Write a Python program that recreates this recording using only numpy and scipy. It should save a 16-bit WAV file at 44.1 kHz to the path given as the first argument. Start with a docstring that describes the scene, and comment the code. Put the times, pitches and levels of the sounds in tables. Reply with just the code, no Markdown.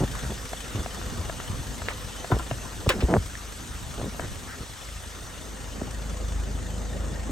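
"""An outdoor lot, beside an idling van, on the stereo microphone of a hand-held camera walking up to it.
Four cylinders puff out an exhaust boom and rattle the block, over rumble, hiss and a narrow hum.
Close by, steps knock, cloth scrapes and the camera's grip ticks. At arm's length the handle and latch
clack and the driver's door thumps and judders over its check strap. The open door screens the engine
until the microphone passes it, and the boom swells as the camera leans into the cab."""
import sys
import numpy as np
from scipy import signal
from scipy.fft import rfft, irfft, next_fast_len
from scipy.io import wavfile
from scipy.ndimage import uniform_filter1d

SR = 44100
rng = np.random.default_rng(int(sys.argv[2]) if len(sys.argv) > 2 else 0)


def wrap_up_sound(samples):
    """Save the sound to the file named by the first command line argument, as 16-bit audio."""
    columns = np.atleast_2d(samples).T
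    # keep every value between -1 and 1, then stretch to whole-number steps
    tamed = np.clip(columns, -1, 1)
    steps = np.round(tamed * 32767).astype(np.int16)
    wavfile.write(sys.argv[1], SR, steps)


N = 322371

# strength of the four firings in turn: (level [dB])
CYLINDERS_DB = [-0.45, 0.95, 0.3, -0.65]
# the engine along the microphone's path: (time [s], boom level [dB], rumble level [dB])
ENGINE_LEVELS = [(0, -34, -36), (.5, -44, -46), (1.1, -45, -39), (1.7, -40.5, -38.5), (2.1, -48.5, -42.5),
                 (2.85, -41, -41.5), (3.35, -42.5, -47.5), (3.9, -44.5, -42.5), (4.27, -40.5, -40.5),
                 (4.65, -71, -47), (4.95, -37, -49), (5.3, -46, -45.5), (5.8, -37, -43), (6.35, -29, -42),
                 (6.7, -33, -40), (7.31, -31.5, -37.5)]
# phase between the two microphone ports: (frequency [Hz], lead of the left [rad])
PORT_LEAD = [(0, 0), (1890, -0.3), (3190, 1.3), (4220, 0.4), (7490, 0.5), (8700, -0.0), (9730, -3.0),
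             (10900, -3.6), (11500, -6.3), (12800, -6.3), (13300, -9.4), (14400, -9.5), (14900, -12.6),
             (16500, -12.6)]


def gain_of(db):
    """Decibels to a factor."""
    return 10 ** (np.asarray(db) / 20)


def unit_rms(x):
    """Scales to rms 1."""
    return x / np.sqrt(np.mean(x ** 2) + 1e-20)


def curve_at(points, hz):
    """Reads a spectrum table on a log-frequency axis."""
    f, value = np.transpose(points)
    return np.interp(np.log(hz + 1), np.log(f + 1), value)


def add(mix, s, sound, pan_db):
    """Mixes a sound in at time s, pan_db louder on the left than on the right."""
    part = mix[:, round(s * SR):][:, :len(sound)]
    part += sound[:part.shape[1]] * gain_of([[pan_db / 2], [-pan_db / 2]])


def ring(modes, t):
    """Sum of dying modes, peak 1."""
    x = sum(gain_of(db - 60 * t / t60) * np.sin(2 * np.pi * hz * t) for hz, db, t60 in modes)
    return x / abs(x).max()


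def band(x, low_hz, high_hz):
    """Gentle band-pass."""
    sos = signal.butter(2, [low_hz, min(high_hz, SR / 2.2)], "band", fs=SR, output="sos")
    return signal.sosfilt(sos, x)


def resonate(x, hz, width_hz):
    """Two-pole resonance with gain near 1 at its centre."""
    return signal.lfilter(*signal.iirpeak(hz, hz / width_hz, SR), x)


def mic_position(t):
    """How far the door screens the microphone from the engine and how far it leans into the cab, 0-1."""
    swing_s, pass_s, lean_s = (2.4, 3.0), (4.6, 5.8), (5.0, 6.5)
    swung, passed, in_cab = (np.interp(t, span, [0, 1]) for span in (swing_s, pass_s, lean_s))
    return swung - passed, in_cab


def firing_count(firing_hz=26.4):
    """Running count of firings of four cylinders at a slightly uneven idle."""
    wobble = 0.01127 * unit_rms(uniform_filter1d(rng.standard_normal(N), 3000))
    return np.cumsum(firing_hz * (1 + wobble)) / SR


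def throb(firings, depth, spread_db):
    """Level that jumps at each firing and dies away before the next."""
    strength = gain_of(np.resize(CYLINDERS_DB, 256) + spread_db * rng.standard_normal(256))
    return unit_rms(1 + depth * strength[firings.astype(int)] * np.exp(-(firings % 1) / 0.14))


def exhaust_boom(firings):
    """Eight multiples of the firing rate line up into puffs, each of a different strength."""
    t = np.arange(N) / SR
    times, boom_db, _ = np.transpose(ENGINE_LEVELS)
    screened, in_cab = mic_position(t)
    second_db = np.interp(t, times, boom_db)
    third_db = second_db - 15.5 + 10.5 * screened + 8 * in_cab
    harmonics_db = [second_db - 12, second_db] + [third_db + db for db in (0, -7, -16, -14, -19, -15)]
    firings_db = np.resize(CYLINDERS_DB, 256) + 1.6 * rng.standard_normal((256, len(harmonics_db))).T
    lag_rad, port_rad = -3.0, 0.23  # the lag keeps the puffs pointed after the bass roll-off
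    phase = lag_rad + port_rad * np.c_[[1, -1]]
    puffs = 0
    for k, (db, each_db) in enumerate(zip(harmonics_db, firings_db), 1):
        level = gain_of(db + np.interp(firings, np.arange(256), each_db))
        puffs += level * np.cos(2 * np.pi * k * firings + phase)
    return np.sqrt(2) * puffs * gain_of([[.3], [-.3]])


def engine_spectrum(hz, t):
    """Strength of the engine's noise by frequency and time, on the way from the van's flank to its cab."""
    # tone beside the body and at the open door: (frequency [Hz], relative density [dB])
    flank = [(30, 2), (60, 6), (130, -16), (350, -13.5), (650, -15), (1300, -13.5), (2200, -20.5),
             (3300, -17.5), (4700, -21.5), (6300, -18), (7050, -23), (7800, -19), (10000, -22),
             (12000, -27), (16000, -39.5)]
    cab = [(30, -30), (70, -14), (110, -6), (220, -10), (340, -18), (500, -16), (900, -25), (1900, -29),
           (2350, -35), (5000, -39), (6500, -32), (8500, -36), (11000, -45), (16000, -58)]
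    times, _, path_db = np.transpose(ENGINE_LEVELS)
    screened, in_cab = mic_position(t)
    rumble_db = np.interp(t, times, path_db)
    middle_db = -26 + 0.47 * rumble_db - 1.5 * screened + 1.5 * in_cab
    hiss_db = -41.5 - 0.5573 * t  # sinks as the microphone closes in on the van
    cab_share = np.interp(in_cab, [0, 1], [0.27, 0.83])
    colour = gain_of(np.outer(curve_at(flank, hz), 1 - cab_share) + np.outer(curve_at(cab, hz), cab_share))
    for low, high, db in ((0, 300, rumble_db), (300, 1200, middle_db), (1200, SR, hiss_db)):
        inside = (hz >= low) & (hz < high)
        colour[inside] *= gain_of(db) / np.sqrt((colour[inside & (hz > 70)] ** 2).sum(0))
    return colour


def engine_wash(firings):
    """Patchy rumble and hiss that throb a little with each firing."""
    # likeness of the two ports: (frequency [Hz], correlation [0-1])
    port_likeness = [(60, .7), (200, .6), (400, .7), (1100, .45), (1800, .5), (3000, .8), (6000, .82),
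                     (8500, .92), (16000, .9)]
    # balance of the two ports: (frequency [Hz], left minus right [dB])
    port_balance = [(60, .5), (300, .2), (1000, 1), (3000, 2), (5500, 2), (8000, 0), (16000, 0)]
    frames, hz = N // 256 + 5, np.fft.rfftfreq(1024, 1 / SR)
    left_re, left_im, apart_re, apart_im, patches = rng.standard_normal((frames, 513, 5)).T
    patches_db = 2.03 * unit_rms(uniform_filter1d(uniform_filter1d(patches, 8, 0), 6, 1))
    colour = engine_spectrum(hz, np.arange(frames) * 256 / SR)
    hz = hz[:, None]
    likeness, tilt = curve_at(port_likeness, hz), gain_of(curve_at(port_balance, hz) / 2)
    left = left_re + 1j * left_im
    right = likeness * left + np.sqrt(1 - likeness ** 2) * (apart_re + 1j * apart_im)
    right *= np.exp(-1j * curve_at(PORT_LEAD, hz))
    spectra = np.array([left * tilt, right / tilt]) * colour * gain_of(patches_db)
    low, high = (signal.istft(spectra * part, nperseg=1024, noverlap=768)[1][:, :N]
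                 for part in (hz <= 900, hz > 900))
    low *= throb(firings, depth=0.35, spread_db=.4)
    high *= throb(firings, depth=0.26, spread_db=6.0)
    return gain_of(2.0) * (low + high)


def block_clatter(firings):
    """Combustion rattle rings in the engine block; each resonance comes and goes."""
    # block resonances: (frequency [Hz], width [Hz], level [dB])
    block_modes = [(2657, 47, -4), (2845, 46, 4.5), (3048, 34, 6.5), (3443, 32, 6), (3625, 46, 4),
                   (1314, 82, -2.5), (1849, 55, 7.5), (4340, 76, 0.5), (6250, 86, 0)]
    patch_s, patch_db = .07, 3.5
    t = np.arange(N) / SR
    noise = rng.standard_normal((2, N))
    shake = (noise[0] + .5 * noise) * throb(firings, depth=4.0, spread_db=2.0)
    patches_db = patch_db * rng.standard_normal((128, len(block_modes))).T
    rung = 0
    for (hz, width_hz, db), patches in zip(block_modes, patches_db):
        drift_db = np.interp(t / patch_s, np.arange(128), patches)
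        rung += gain_of(db + drift_db) * unit_rms(resonate(shake, hz, width_hz))
    screened, in_cab = mic_position(t)
    return gain_of(-50 - 5.5 * screened - 4 * in_cab) * unit_rms(rung) * gain_of([[.8], [-.8]])


def hum(hz=501, width_hz=14):
    """Noise in one steep, narrow resonance, almost lost behind the open door."""
    tone = resonate(resonate(rng.standard_normal(N), hz, width_hz), hz, 2 * width_hz)
    screened, _ = mic_position(np.arange(N) / SR)
    return gain_of(-54.5 - 24 * screened) * unit_rms(tone)


def rub(length_s, slips_per_s=1500, bright_share=0.12):
    """Uneven slips, each a dull click into the rubbed body."""
    size = round(length_s * SR)
    slips = rng.standard_normal(size + 600) * (rng.random(size + 600) < slips_per_s / SR)
    slips *= np.pad(signal.windows.tukey(size, .5), (0, 600))
    dull = unit_rms(band(band(slips, 77, 399), 68, 1700))
    bright = unit_rms(band(band(slips, 210, 620), 180, 1600))
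    return (1 - bright_share) * dull + bright_share * bright


def knock(hz, t60, rise_cycles=0.047):
    """A damped push with a shorter overtone; its pitch sags as the panel settles."""
    t = np.arange(SR // 3) / SR
    phase = 2 * np.pi * hz * (t + 0.0014 * (1 - np.exp(-t / 0.005)))
    body = np.sin(phase) + 0.6 * np.sin(1.89 * phase) * gain_of(-150 * t / t60)
    push = -body * gain_of(-60 * t / t60) * (1 - np.exp(-t * hz / rise_cycles)) ** 2
    soft_contact = signal.butter(4, 3.2 * hz, fs=SR, output="sos")
    return signal.sosfilt(soft_contact, push)


def scrape(length_s, hz=1830):
    """Cloth or a sole slides with a short hiss in one resonance."""
    size = round(length_s * SR)
    hiss = unit_rms(band(rng.standard_normal(size), 0.75 * hz, 1.06 * hz))
    return hiss * signal.windows.tukey(size, .5)


def grip_tick(rise_s=0.00025):
    """The camera's grip rings under a soft contact, right by the microphone."""
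    # modes of the grip: (frequency [Hz], level [dB], t60 [s])
    grip_modes = [(692, 18, 0.019), (950, 10.5, 0.026), (1270, 21, 0.0067), (1590, 5.5, 0.024),
                  (2180, 4, 0.02), (2700, 5, 0.015), (3100, -2, .012), (5440, -2, .004)]
    t = np.arange(3000) / SR
    shifts = rng.uniform(-1.2, 1, (len(grip_modes), 2))  # each tick lands on another spot
    modes = [(hz * (1 + 0.031 * detune), db + 4 * boost, t60)
             for (hz, db, t60), (detune, boost) in zip(grip_modes, shifts)]
    return ring(modes, t) * (1 - np.exp(-t / rise_s))


def latch_clack(bright_hz, rise_s=0.00021):
    """Metal meets metal: a burst of rattle with a fine treble edge, plus the ring of the latch parts."""
    # latch, rung by dull clacks: (frequency [Hz], level [dB], t60 [s])
    latch_modes = [(343, -5, 0.15), (526, -13, 0.08), (738, -1, 0.048), (1017, 5, 0.039), (1363, 3, 0.085),
                   (3550, -14, 0.043)]
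    # bolt and striker, rung by bright clacks: (frequency [Hz], level [dB], t60 [s])
    striker_modes = [(1220, 11, 0.011), (2340, -4, 0.049), (2626, -2, 0.059), (2990, -4, 0.088),
                     (3360, 0, .06), (3550, -5, .06), (7950, 13, 0.017), (15500, 8, .025)]
    t = np.arange(SR // 6) / SR
    rattle_t60 = 0.21 * (1000 / bright_hz) ** 0.62  # brighter clacks die sooner
    noise = rng.standard_normal(len(t))
    body = band(noise, 0.3 * bright_hz, bright_hz) * gain_of(-60 * t / rattle_t60)
    edge = band(noise, 3000, 21000) * gain_of(-18 - 60 * t / 0.034)
    rattle = body / (3 * np.std(body[:200])) + edge
    if bright_hz < 1900:
        ring_share = 0.75
        modes = [(hz, db, min(t60, rattle_t60)) for hz, db, t60 in latch_modes]
    else:
        ring_share, db_per_octave = 0.57, -21
        modes = [(hz, db + db_per_octave * max(np.log2(hz / bright_hz), 0), t60)
                 for hz, db, t60 in striker_modes]
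    return ((1 - ring_share) * rattle + ring_share * ring(modes, t)) * (1 - np.exp(-t / rise_s))


def ports_and_echoes(near, echo_t60=0.0072):
    """Close sounds reach the two ports out of phase, with short echoes off the van's side."""
    size = next_fast_len(N)
    width_rad = .5  # a constant phase offset gives close sounds a little stereo width
    lead = width_rad + curve_at(PORT_LEAD, np.fft.rfftfreq(size, 1 / SR))
    right = irfft(rfft(near[1], size) * np.exp(-1j * lead), size)[:N]
    t = np.arange(600) / SR
    taps = rng.choice([-1., 1.], 600) * (rng.random(600) < .1) * gain_of(-60 * t / echo_t60)
    echoes = band(signal.oaconvolve(near.mean(0), taps / np.linalg.norm(taps))[:N], 510, 4000)
    return np.array([near[0], right]) + gain_of(-3) * np.array([echoes, -echoes])


def scene():
    """Grip, steps and door close to the microphone, the idling engine behind them."""
    # the camera's grip: (time [s], level [dB])
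    ticks = [(0.533, -14.5), (0.861, -14.5), (1.015, -21), (1.297, -13), (1.401, -17), (1.819, -16.5),
             (2.245, -14.5), (2.512, -11.5), (4.146, -23), (4.196, -11.5)]
    # handle and latch: (time [s], level [dB], left minus right [dB], brightness [Hz])
    clacks = [(1.888, -19.5, 3, 2930), (1.905, -21.5, -2, 2300), (2.317, -11.5, 3, 1230),
              (2.321, -9.5, 2, 1390), (2.395, -19, 3, 1450), (2.8912, -9, -2, 12100),
              (2.891, -4.5, 0, 4240), (2.896, -16, 7, 2700), (2.902, -7, 0, 2300), (3.005, -17.5, 2, 4100)]
    # steps, hands and door panel: (time [s], level [dB], pitch [Hz], t60 [cycles])
    knocks = [(.010, -19, 128, 15), (0.229, -30, 121, 20), (0.258, -24.5, 65.4, 22),
              (0.748, -20.5, 104, 18), (0.789, -19.5, 72.5, 9.5), (1.191, -24.5, 86, 17),
              (1.498, -18.5, 94.5, 6), (1.883, -28, 416, 17), (1.8855, -9.5, 1510, 6),
              (2.3196, -9.5, 300, 5), (2.3236, -8, 105, 6.5), (2.341, -17.5, 60.6, 16),
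              (2.515, -22, 120, 16), (2.863, -21, 480, 10), (2.868, -13, 394, 5.5), (2.875, -5.5, 89, 2.5),
              (2.895, -18.5, 353, 26), (2.9023, -18.5, 499, 49), (2.940, -23, 330, 10),
              (2.978, -29, 330, 3), (3.024, -19, 420, 6), (3.032, -7.5, 62.5, 6), (3.0385, -18, 222, 5.5),
              (3.086, -23, 400, 8), (3.103, -12.5, 480, 4), (3.106, -9, 160, 1.5), (3.111, -23, 480, 10),
              (3.119, -12, 410, 6), (3.139, -6, 590, 8.5), (3.1393, -14, 1380, 4.5), (3.143, -11, 280, 6),
              (3.149, -5.5, 615, 2), (3.158, -12, 406, 5), (3.167, -10, 680, 3), (3.178, -10, 85, 3.5),
              (3.198, -21, 66, 7), (3.353, -25, 1510, 20), (4.015, -16.5, 537, 4), (4.028, -27, 106, 14),
              (4.081, -25.5, 192, 12), (4.605, -25, 107, 8), (5.815, -23.5, 580, 12), (5.819, -13, 210, 3),
              (7.294, -21.5, 261, 15)]
    # rubbing and juddering strokes: (time [s], length [s], level [dB])
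    rubs = [(0, 0.051, -24.5), (0.232, 0.022, -37), (0.288, 0.043, -33.5), (0.74, 0.095, -36),
            (2.3, 0.018, -31), (2.326, 0.056, -32), (2.903, 0.17, -33), (3.032, 0.036, -38),
            (3.075, 0.057, -27.5), (3.109, 0.075, -22), (3.969, 0.091, -35.5), (4.049, 0.046, -35),
            (4.178, 0.093, -39.5), (4.567, 0.096, -45.5)]
    # cloth or sole: (time [s], length [s], level [dB])
    scrapes = [(0.099, 0.19, -46), (4.209, 0.061, -45), (4.461, 0.11, -44)]
    firings, near = firing_count(), np.zeros((2, N))
    for s, db in ticks:
        add(near, s, gain_of(db) * grip_tick(), pan_db=3)
    for s, db, pan_db, bright_hz in clacks:
        add(near, s, gain_of(db) * latch_clack(bright_hz), pan_db)
    for s, db, hz, cycles in knocks:
        add(near, s, gain_of(db) * knock(hz, t60=cycles / hz), pan_db=.4)
    for s, length_s, db in rubs:
        add(near, s, gain_of(db) * rub(length_s), pan_db=.4)
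    for s, length_s, db in scrapes:
        add(near, s, gain_of(db) * scrape(length_s), pan_db=1.5)
    engine = exhaust_boom(firings) + engine_wash(firings) + block_clatter(firings)
    return engine + hum() + ports_and_echoes(near)


def record(dry, bass_hz=34, top_hz=16300):
    """The microphone's bass roll-off, then the band limit."""
    trimmed = signal.sosfilt(signal.butter(3, bass_hz, "high", fs=SR, output="sos"), dry)
    band_limit = signal.firwin(511, top_hz, window=("kaiser", 9), fs=SR)
    return signal.oaconvolve(trimmed, band_limit[None], "same")


dry = scene()
out = record(dry)
wrap_up_sound(out)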